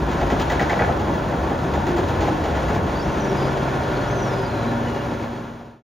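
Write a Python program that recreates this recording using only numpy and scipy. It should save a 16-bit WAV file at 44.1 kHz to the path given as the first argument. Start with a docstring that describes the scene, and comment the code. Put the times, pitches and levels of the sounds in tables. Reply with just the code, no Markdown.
"""A diesel rack locomotive creeps into a mountain station and slows to a halt.
From the start its running gear rumbles, its frame booms and the engine hums and clatters; the pinion knocks
over the rack teeth. Then a brake groans briefly, sinking in pitch. As the wheels fall quiet the hum stands out
and settles to idle, while an air valve whistles twice in stepping notes. At the end the sound fades out.
Rough sounds are filtered noise and small impacts; the hum, groan, whistles and clean rings are sine waves."""
import sys
import numpy as np
from scipy import signal
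from scipy.fft import rfft, irfft
from scipy.io import wavfile
from scipy.ndimage import uniform_filter1d

SR = 44100
rng = np.random.default_rng(int(sys.argv[2]) if len(sys.argv) > 2 else 0)


def wav_record(signal):
    """Record a signal, one row per channel, as 16-bit PCM in the file named by sys.argv[1]."""
    frames = np.transpose(np.atleast_2d(signal))
    bounded = np.clip(frames, -1, 1)
    # unit amplitude maps onto the largest positive 16-bit level
    quanta = np.round(bounded * 32767).astype(np.int16)
    wavfile.write(sys.argv[1], SR, quanta)


N = 260184
TIME, FREQ = np.arange(N) / SR, np.fft.rfftfreq(N, 1 / SR)   # seconds, Hz


def from_db(db):
    """Turn decibels into a gain."""
    return 10 ** (np.asarray(db) / 20)


def rms_one(x):
    """Scale a signal to an rms of one."""
    return x / np.sqrt(np.mean(x ** 2) + 1e-20)


def in_time(rows):
    """Read each column of a curve table at every sample."""
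    s, *columns = np.transpose(rows)
    return [np.interp(TIME, s, c) for c in columns]


def response(points):
    """Gain at every frequency from (Hz, dB) points; it falls away below the first."""
    hz, db = np.transpose(points)
    gain = from_db(np.interp(np.log(FREQ + 1), np.log(hz), db))
    return gain * np.minimum(FREQ / hz[0], 1) ** 2


def colour(x, points):
    """Shape a white signal with a spectrum, keeping its power."""
    return irfft(rfft(x) * rms_one(response(points)), N)


def resonate(x, modes):
    """Resonances side by side with alternating signs; a white signal keeps its power."""
    out, power = 0, 0
    for k, (hz, width, db) in enumerate(modes):
        r = np.exp(-np.pi * width / SR)
        peak = (1 - r * r) / 2
        feedback = [1, -2 * r * np.cos(2 * np.pi * hz / SR), r * r]
        mode = signal.lfilter([peak, 0, -peak], feedback, x + 1e-18)
        out = out + (-1) ** k * from_db(db) * mode
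        power += peak * from_db(db) ** 2
    return out / np.sqrt(power)


def drift(rate):
    """Slow random motion of spread 1; a higher rate in Hz moves faster."""
    return rms_one(irfft(rfft(rng.standard_normal(N)) / (1 + (FREQ / rate) ** 2), N))


def contacts(per_s, spread_db, share):
    """Random small impacts of uneven size over smooth friction noise; share is the impacts' part of the power."""
    sizes = from_db(spread_db * np.minimum(rng.exponential(1, N), 3))
    clicks = (rng.random(N) < per_s / SR) * sizes * rng.choice([-1, 1], N)
    share = np.clip(share, 0, 1)
    return np.sqrt(share) * rms_one(clicks) + np.sqrt(1 - share) * rng.standard_normal(N)


def blows(times, levels_db, attack_s, decay_s):
    """Envelope of blows that rise quickly and die away; overlapping blows add in power."""
    power = np.zeros(N)
    for s, db in zip(times, levels_db):
        age = TIME[TIME >= s] - s
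        shape = (1 - np.exp(-age / attack_s)) * np.exp(-age / decay_s)
        power[N - len(age):] += (from_db(db) * shape) ** 2
    return np.sqrt(power)


def tones(times, pitches, levels_db, attack_s, decay_s):
    """Clean sine rings, one for each blow."""
    return sum(blows([s], [db], attack_s, decay_s) * np.sin(2 * np.pi * hz * (TIME - s))
               for s, hz, db in zip(times, pitches, levels_db))


# Colours of rumble, roar and grinding. Each row: frequency in Hz, relative level in dB per Hz.
RUMBLE_COLOUR = [(25, -20), (36, -12.5), (45, -3), (60, 4), (80, 5.5), (115, -1.5), (170, -6), (300, -59)]
ROAR_COLOUR = [(70, -18), (135, -0.5), (220, 0.5), (350, 0.5), (450, -4), (720, -8.5), (960, -8.5),
               (1050, -6.5), (1220, -18), (1700, -49)]
GRIND_COLOUR = [(1000, -13.5), (1900, 1), (2450, 2), (2800, -0.5), (3300, -2.5), (3900, -4.5), (5200, -10),
                (6600, -9.5), (8000, -16.5), (10000, -16), (12500, -26), (16000, -41)]
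# How the rack with its bed, and the pinion with its gears, ring; the knocks use both again.
# Each row: frequency in Hz, width in Hz, relative level in dB.
RACK_MODES = [(490.4, 45, 4), (692, 74, 6.5), (868, 133, 2.5), (1309, 70, -1)]
PINION_MODES = [(1425, 108, -5.5), (1713, 133, -3), (1982, 107, -7), (2232, 67, -9), (2550, 340, -18),
                (3300, 1000, -24.5)]
# Force on the pinion. Each row: time in seconds, relative force in dB.
PINION_LOAD = [(0.06, -11.5), (0.21, -5), (0.5, 8), (0.85, 2.5), (0.98, -18.5), (1.6, -13.5), (2.2, -2.5),
               (2.5, -5), (2.75, -4.5), (2.81, -23), (2.88, -6), (3.3, 0)]
LOAD_SHARE = 0.18   # part of the load's swing in dB that mesh and grinding follow
RUMBLE_DB, ROAR_DB, MESH_DB, GRIND_DB = -29, -25.5, -31, -40   # levels before halting and wander
RUMBLE_HALTING_S, RUMBLE_HALT_DB_PER_S = 2.63, 4   # the rumble begins to fall quiet earlier and faster
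HALTING_S, HALT_DB_PER_S = 3.73, 2.5   # roar, mesh and grinding


def running_gear():
    """Wheels and rods shake the frames; a random wander moves roar, gear mesh and grinding together."""
    load_db, = in_time(PINION_LOAD)
    pressed_db = LOAD_SHARE * (load_db - load_db.mean())
    wander = drift(rate=21)
    halt_db = HALT_DB_PER_S * np.maximum(TIME - HALTING_S, 0)
    rumble_halt_db = RUMBLE_HALT_DB_PER_S * np.maximum(TIME - RUMBLE_HALTING_S, 0)

    rumble = colour(contacts(per_s=160, spread_db=1.5, share=0.17), RUMBLE_COLOUR)
    rumble = from_db(RUMBLE_DB - rumble_halt_db) * rumble
    roar = colour(contacts(per_s=250, spread_db=2.0, share=0.27), ROAR_COLOUR)
    roar = from_db(ROAR_DB - halt_db + 1.0 * wander) * roar
    mesh_gain = from_db(MESH_DB + pressed_db - halt_db + 1.27 * wander)
    mesh_contacts = contacts(per_s=360, spread_db=1.0, share=0.41)
    mesh = resonate(mesh_gain * mesh_contacts, RACK_MODES + PINION_MODES)
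    grind = colour(contacts(per_s=640, spread_db=3.5, share=0.08), GRIND_COLOUR)
    grind = from_db(GRIND_DB + pressed_db - halt_db + 0.76 * wander) * grind
    return rumble + roar + mesh + grind


# Heavy sways of the frame. Each row: start in seconds, pitch in Hz, relative level in dB.
BOOMS = [(0.0, 58, -19.5), (0.205, 54.5, -20.5), (0.5, 60, -30), (0.82, 56, -29), (0.98, 63.7, -25),
         (1.135, 55.2, -25.5), (1.755, 79.7, -25), (2.04, 90.7, -28.5), (2.146, 88.5, -23), (2.38, 76, -27),
         (2.495, 72, -28), (2.61, 58.7, -22.5), (2.81, 80.3, -28)]


def frame_booms():
    """The sprung frame swings for a few cycles after each lurch."""
    s, hz, db = np.transpose(BOOMS)
    return tones(s, hz, db + 11, attack_s=0.058, decay_s=0.047)


# Exhaust resonances. Each row: frequency in Hz, width in Hz, relative level in dB.
EXHAUST_MODES = [(107.25, 0.8, 3.5), (109.3, 1.3, 0), (129.4, 7, -0.5), (136.0, 3.2, 4.5),
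                 (206.2, 1.1, 1.5), (234.9, .8, 6), (383.4, 1.0, 2), (388.3, 2.2, 2)]


def exhaust_db(hz):
    """Gain of the exhaust, in dB, for an order at this pitch."""
    power = sum(from_db(db) ** 2 / (1 + (2 * (hz - centre) / width) ** 2)
                for centre, width, db in EXHAUST_MODES)
    return 10 * np.log10(power)


# Engine speed. Each row: time in seconds, the hum's fundamental in Hz (half the firing rate).
ENGINE_SPEED = [(2.7, 23.4), (3.1, 23.1), (3.7, 22.42), (4.1, 21.87), (4.5, 21.48), (4.68, 21.37),
                (4.8, 21.35)]
# Engine effort. Each row: time in seconds, relative level in dB shared by hum and clatter.
EFFORT = [(2.9, -30.5), (3.35, -29.5), (4.1, -28), (4.5, -31.5), (4.75, -29.5), (5.0, -34.5)]
# Orders (multiples of the fundamental) that boom as the sinking speed carries them through an exhaust
# resonance. A plain list of multiples.
BOOMING_ORDERS = (5, 6, 9, 11, 17, 18)
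# Weaker, steadier orders. Each row: multiple of the fundamental, relative level in dB.
STEADY_ORDERS = [(2, -10), (3, -13), (7, -10.5), (14, -8), (27, -10)]
# Engine block and covers. Each row: frequency in Hz, width in Hz, relative level in dB.
BLOCK_MODES = [(208, 17, -9), (386.4, 29, 3.5), (568.3, 29.6, 4.5), (718, 61, -2), (933.6, 50, -1),
               (1114, 90, -8), (1428, 144, -4.5), (1790, 95, -12), (3310, 90, -17)]
HUM_WAVER_DB = 0.8   # spread of each order's own slow waver


def engine():
    """The exhaust hums on multiples of the engine speed; every firing sets the block clattering."""
    hz = in_time(ENGINE_SPEED)[0] * (1 + .0008 * drift(rate=4))
    turns = np.cumsum(hz) / SR   # cycles of the fundamental so far
    effort_db, = in_time(EFFORT)

    orders = [(k, exhaust_db(k * hz)) for k in BOOMING_ORDERS]
    orders += [(round(k), db) for k, db in STEADY_ORDERS]
    hum = 0
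    for k, db in orders:
        gain = from_db(effort_db + db + 0.5 + HUM_WAVER_DB * drift(rate=6.9))
        hum = hum + gain * np.sin(2 * np.pi * (k * turns + rng.random()))

    # valve gear and injectors repeat their pattern every six firings
    place = ((turns % 3) * SR / hz[-1]).astype(int)
    repeating = rng.standard_normal(SR)[place]
    firing = rms_one(np.exp(-(2 * turns % 1) / 0.39) + 1.8)   # two firings a cycle
    clatter = resonate(firing * (0.92 * repeating + 0.73 * rng.standard_normal(N)), BLOCK_MODES)
    return hum + from_db(effort_db - 1.5) * clatter


# Knocks of the pinion over the rack teeth, unevenly spaced. Each row: touch in seconds, then relative levels
# in dB of the frame thud, rack clank, pinion ring and flank scrape.
KNOCKS = [(0.112, -36, -28, -39, -34.5), (0.209, -18, -18.5, -31.5, -37.5),
          (0.299, -15.5, -21.5, -32.5, -34), (0.396, -23, -21.5, -40, -28), (0.498, -21, -18.5, -25.5, -29),
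          (0.594, -21.5, -19, -23.5, -32), (0.694, -25.5, -15.5, -23.5, -32.5),
          (0.790, -16.5, -15, -21.5, -42), (0.88, -19, -18, -35, -51), (0.993, -25, -23.5, -44, -37),
          (1.07, -17, -23.5, -40, -44), (1.135, -22, -27, -38.5, -37.5), (1.32, -22, -23, -38, -46),
          (1.495, -20.5, -22, -34.5, -45), (1.735, -22, -21.5, -36, -36), (1.865, -17.5, -25.5, -33.5, -35),
          (1.963, -15.5, -22.5, -40, -34.5), (2.083, -34, -22.5, -37.5, -34), (2.205, -19, -20, -35, -32),
          (2.267, -21.5, -20, -35.5, -36), (2.437, -36.5, -22, -38, -35), (2.551, -29, -25, -32, -38),
          (2.68, -18.5, -20, -32.5, -36.5), (2.742, -18, -26.5, -36.5, -36), (2.81, -17.5, -33, -46, -50)]
# Colours of thud and scrape. Each row: frequency in Hz, relative level in dB per Hz.
THUD_COLOUR = [(45, -2.5), (100, 16.5), (220, 15.5), (340, 15.5), (500, 4), (900, -41)]
SCRAPE_COLOUR = [(1500, 5.5), (3200, 8.5), (5200, -2), (6800, 0.5), (10000, -20.5), (16000, -9)]
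THUD_LAG_S, CLANK_LAG_S, PING_LAG_S = .016, 0.00405, 0.00079   # after the tooth touches
REBOUND_S, REBOUND_LOSS_DB = 0.017, 2.5   # a tooth rebounds once in its backlash
PING_HZ, PING_DB = 1957, 8.0   # clean first strike; level against the table's ring
RACK_RING_HZ, RACK_RING_DB, RACK_RING_S = 815, -6, .045   # level against the table's clank; time to fall by 1/e
PITCH_SPREAD = .025   # share by which both pitches differ from tooth to tooth


def rack():
    """Each tooth pings and rings the pinion, scrapes, rebounds, clanks the rack, which sings on, and thuds."""
    s, thud_db, clank_db, ring_db, scrape_db = np.transpose(KNOCKS)
    touches = np.r_[s, s + REBOUND_S]
    rings_db = np.r_[ring_db, ring_db - REBOUND_LOSS_DB]
    scrapes_db = np.r_[scrape_db, scrape_db - REBOUND_LOSS_DB]
    detune = 1 + PITCH_SPREAD * rng.standard_normal((len(s), 2))

    ping = tones(s + PING_LAG_S, PING_HZ * detune[:, 0], ring_db + PING_DB, attack_s=0.003, decay_s=0.007)
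    sing = tones(s + CLANK_LAG_S, RACK_RING_HZ * detune[:, 1], clank_db + RACK_RING_DB,
                 attack_s=0.004, decay_s=RACK_RING_S)
    ring = blows(touches, rings_db, attack_s=0.0011, decay_s=0.035)
    ring = resonate(ring * contacts(per_s=500, spread_db=4.0, share=0.8), PINION_MODES)
    clank = blows(s + CLANK_LAG_S, clank_db, attack_s=0.0046, decay_s=0.03)
    clank = resonate(clank * contacts(per_s=500, spread_db=0.0, share=0.53), RACK_MODES)
    thud = blows(s + THUD_LAG_S, thud_db, attack_s=0.0056, decay_s=0.03)
    thud = colour(thud * contacts(per_s=320, spread_db=-0.5, share=0.33), THUD_COLOUR)
    scrape = blows(touches, scrapes_db, attack_s=0.0015, decay_s=0.017)
    scrape = colour(scrape * contacts(per_s=4100, spread_db=0.0, share=0.16), SCRAPE_COLOUR)
    return ping + sing + ring + clank + thud + scrape


GROAN_START_S, GROAN_ATTACK_S, GROAN_END_S, GROAN_RELEASE_S = 1.8, 0.058, 2.57, 0.23
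GROAN_HZ, GROAN_SAG_HZ_PER_S, GROAN_DB = 348.5, 67.3, -27   # starting pitch, its fall, middle level


def brake():
    """A brake block bites, holds and lets go: a rough stick-slip tone that sinks as the wheel slows."""
    age = TIME - GROAN_START_S
    release = (GROAN_END_S - TIME) / GROAN_RELEASE_S
    grip = np.clip(np.minimum(age / GROAN_ATTACK_S, release), 0, 1)
    hz = (GROAN_HZ - GROAN_SAG_HZ_PER_S * age) * (1 + 0.0523 * drift(rate=43))
    phase = 2 * np.pi * np.cumsum(hz) / SR
    return grip * from_db(GROAN_DB + 2.6 * drift(rate=28)) * np.sin(phase)


# Notes of the air valve, rising and then sinking in steps, twice.
# Each row: start in seconds, length in seconds, starting pitch in Hz, glide in Hz per second,
# starting level in dB before the flutter.
WHISTLES = [(2.95, .075, 4660, 300, -47.5), (3.01, 0.045, 5270, 4500, -44.5),
            (3.05, 0.1, 5880, 1500, -48.5), (3.2, 0.14, 6000, -3600, -47.5),
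            (3.367, 0.12, 5010, -1300, -45), (3.96, 0.11, 4370, -200, -49),
            (4.06, 0.045, 5050, 24000, -49.5), (4.10, 0.05, 6230, 1200, -45),
            (4.15, 0.16, 6230, -4900, -46), (4.32, 0.125, 5060, -1100, -46.5),
            (4.45, .035, 4680, 6000, -44.5), (4.49, 0.15, 4170, -1050, -49), (4.67, .065, 3970, -500, -48),
            (4.805, .22, 3000, -900, -45.5)]
NOTE_FADE_DB_PER_S, NOTE_WAVER = 12, .011   # fade within a note; share by which its pitch wavers


def air_valve():
    """Escaping air makes an unsteady edge tone that jumps from note to note."""
    out, waver, flutter_db = 0, drift(rate=200), 3.6 * drift(rate=45)
    for s, length, start_hz, glide, db in WHISTLES:
        age = np.clip(TIME - s, 0, length)
        blowing = uniform_filter1d(1. * ((age > 0) & (age < length)), size=800)   # softened edges
        hz = (start_hz + glide * age) * (1 + NOTE_WAVER * waver)
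        gain = blowing * from_db(db + flutter_db - NOTE_FADE_DB_PER_S * age)
        out = out + gain * np.sin(2 * np.pi * np.cumsum(hz) / SR)
    return out


# Reflections off platform and buildings. Each row: frequency in Hz, level in dB against the direct sound.
REFLECTED = [(60, -29), (300, -15), (600, -9), (1000, -4), (1400, -6.5), (2100, -22.5), (3500, -11.5),
             (6000, -21), (8600, -81.5), (10000, -11), (14000, -18.5)]


def station(x):
    """Scattered reflections follow the direct sound, with opposite signs on the two sides."""
    scatter = rfft(rng.standard_normal(N) * (TIME > .02) * np.exp(-TIME / .08))
    scatter = scatter / np.sqrt(np.mean(abs(scatter) ** 2))
    side = irfft(rfft(x) * scatter * response(REFLECTED), N)
    return np.array([x + side, x - side])


def scene():
    """The whole locomotive in its station, a little to the left."""
    locomotive = running_gear() + frame_booms() + engine() + rack() + brake() + air_valve()
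    return station(locomotive) * from_db([[.3], [-.3]])


# Microphone pair. Each row: frequency in Hz, phase in radians by which the left side leads the right.
PORT_PHASE = [(400, .05), (700, .3), (1300, -.8), (1900, 0), (3100, .5), (5500, 0), (6600, 0), (7300, 1.2),
              (7750, 3.1), (9300, 3.1), (9700, 2.6), (12500, 2.0), (15500, 1.2)]
# Colour of the thin steady hiss. Each row: frequency in Hz, relative level in dB per Hz.
PORT_HISS = [(8800, -40), (9800, 0), (15500, -2)]
PORT_HISS_DB = -62.5
FADE_START_S, FADE_END_S = 5.07, 5.826
CUTOFF_HZ = 15750


def record(dry):
    """The ports shift the phase between the sides and add a thin hiss; the level fades out and the top is cut."""
    lead = np.interp(FREQ, *np.transpose(PORT_PHASE))
    pair = irfft(rfft(dry) * np.exp(.5j * np.array([lead, -lead])), N)
    pair = pair + from_db(PORT_HISS_DB) * colour(rng.standard_normal(N), PORT_HISS)
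    fade = np.clip((FADE_END_S - TIME) / (FADE_END_S - FADE_START_S), 0, 1)
    top_cut = signal.ellip(10, .2, 80, CUTOFF_HZ, fs=SR, output="sos")
    return signal.sosfilt(top_cut, pair * fade)


dry = scene()
out = record(dry)
wav_record(out)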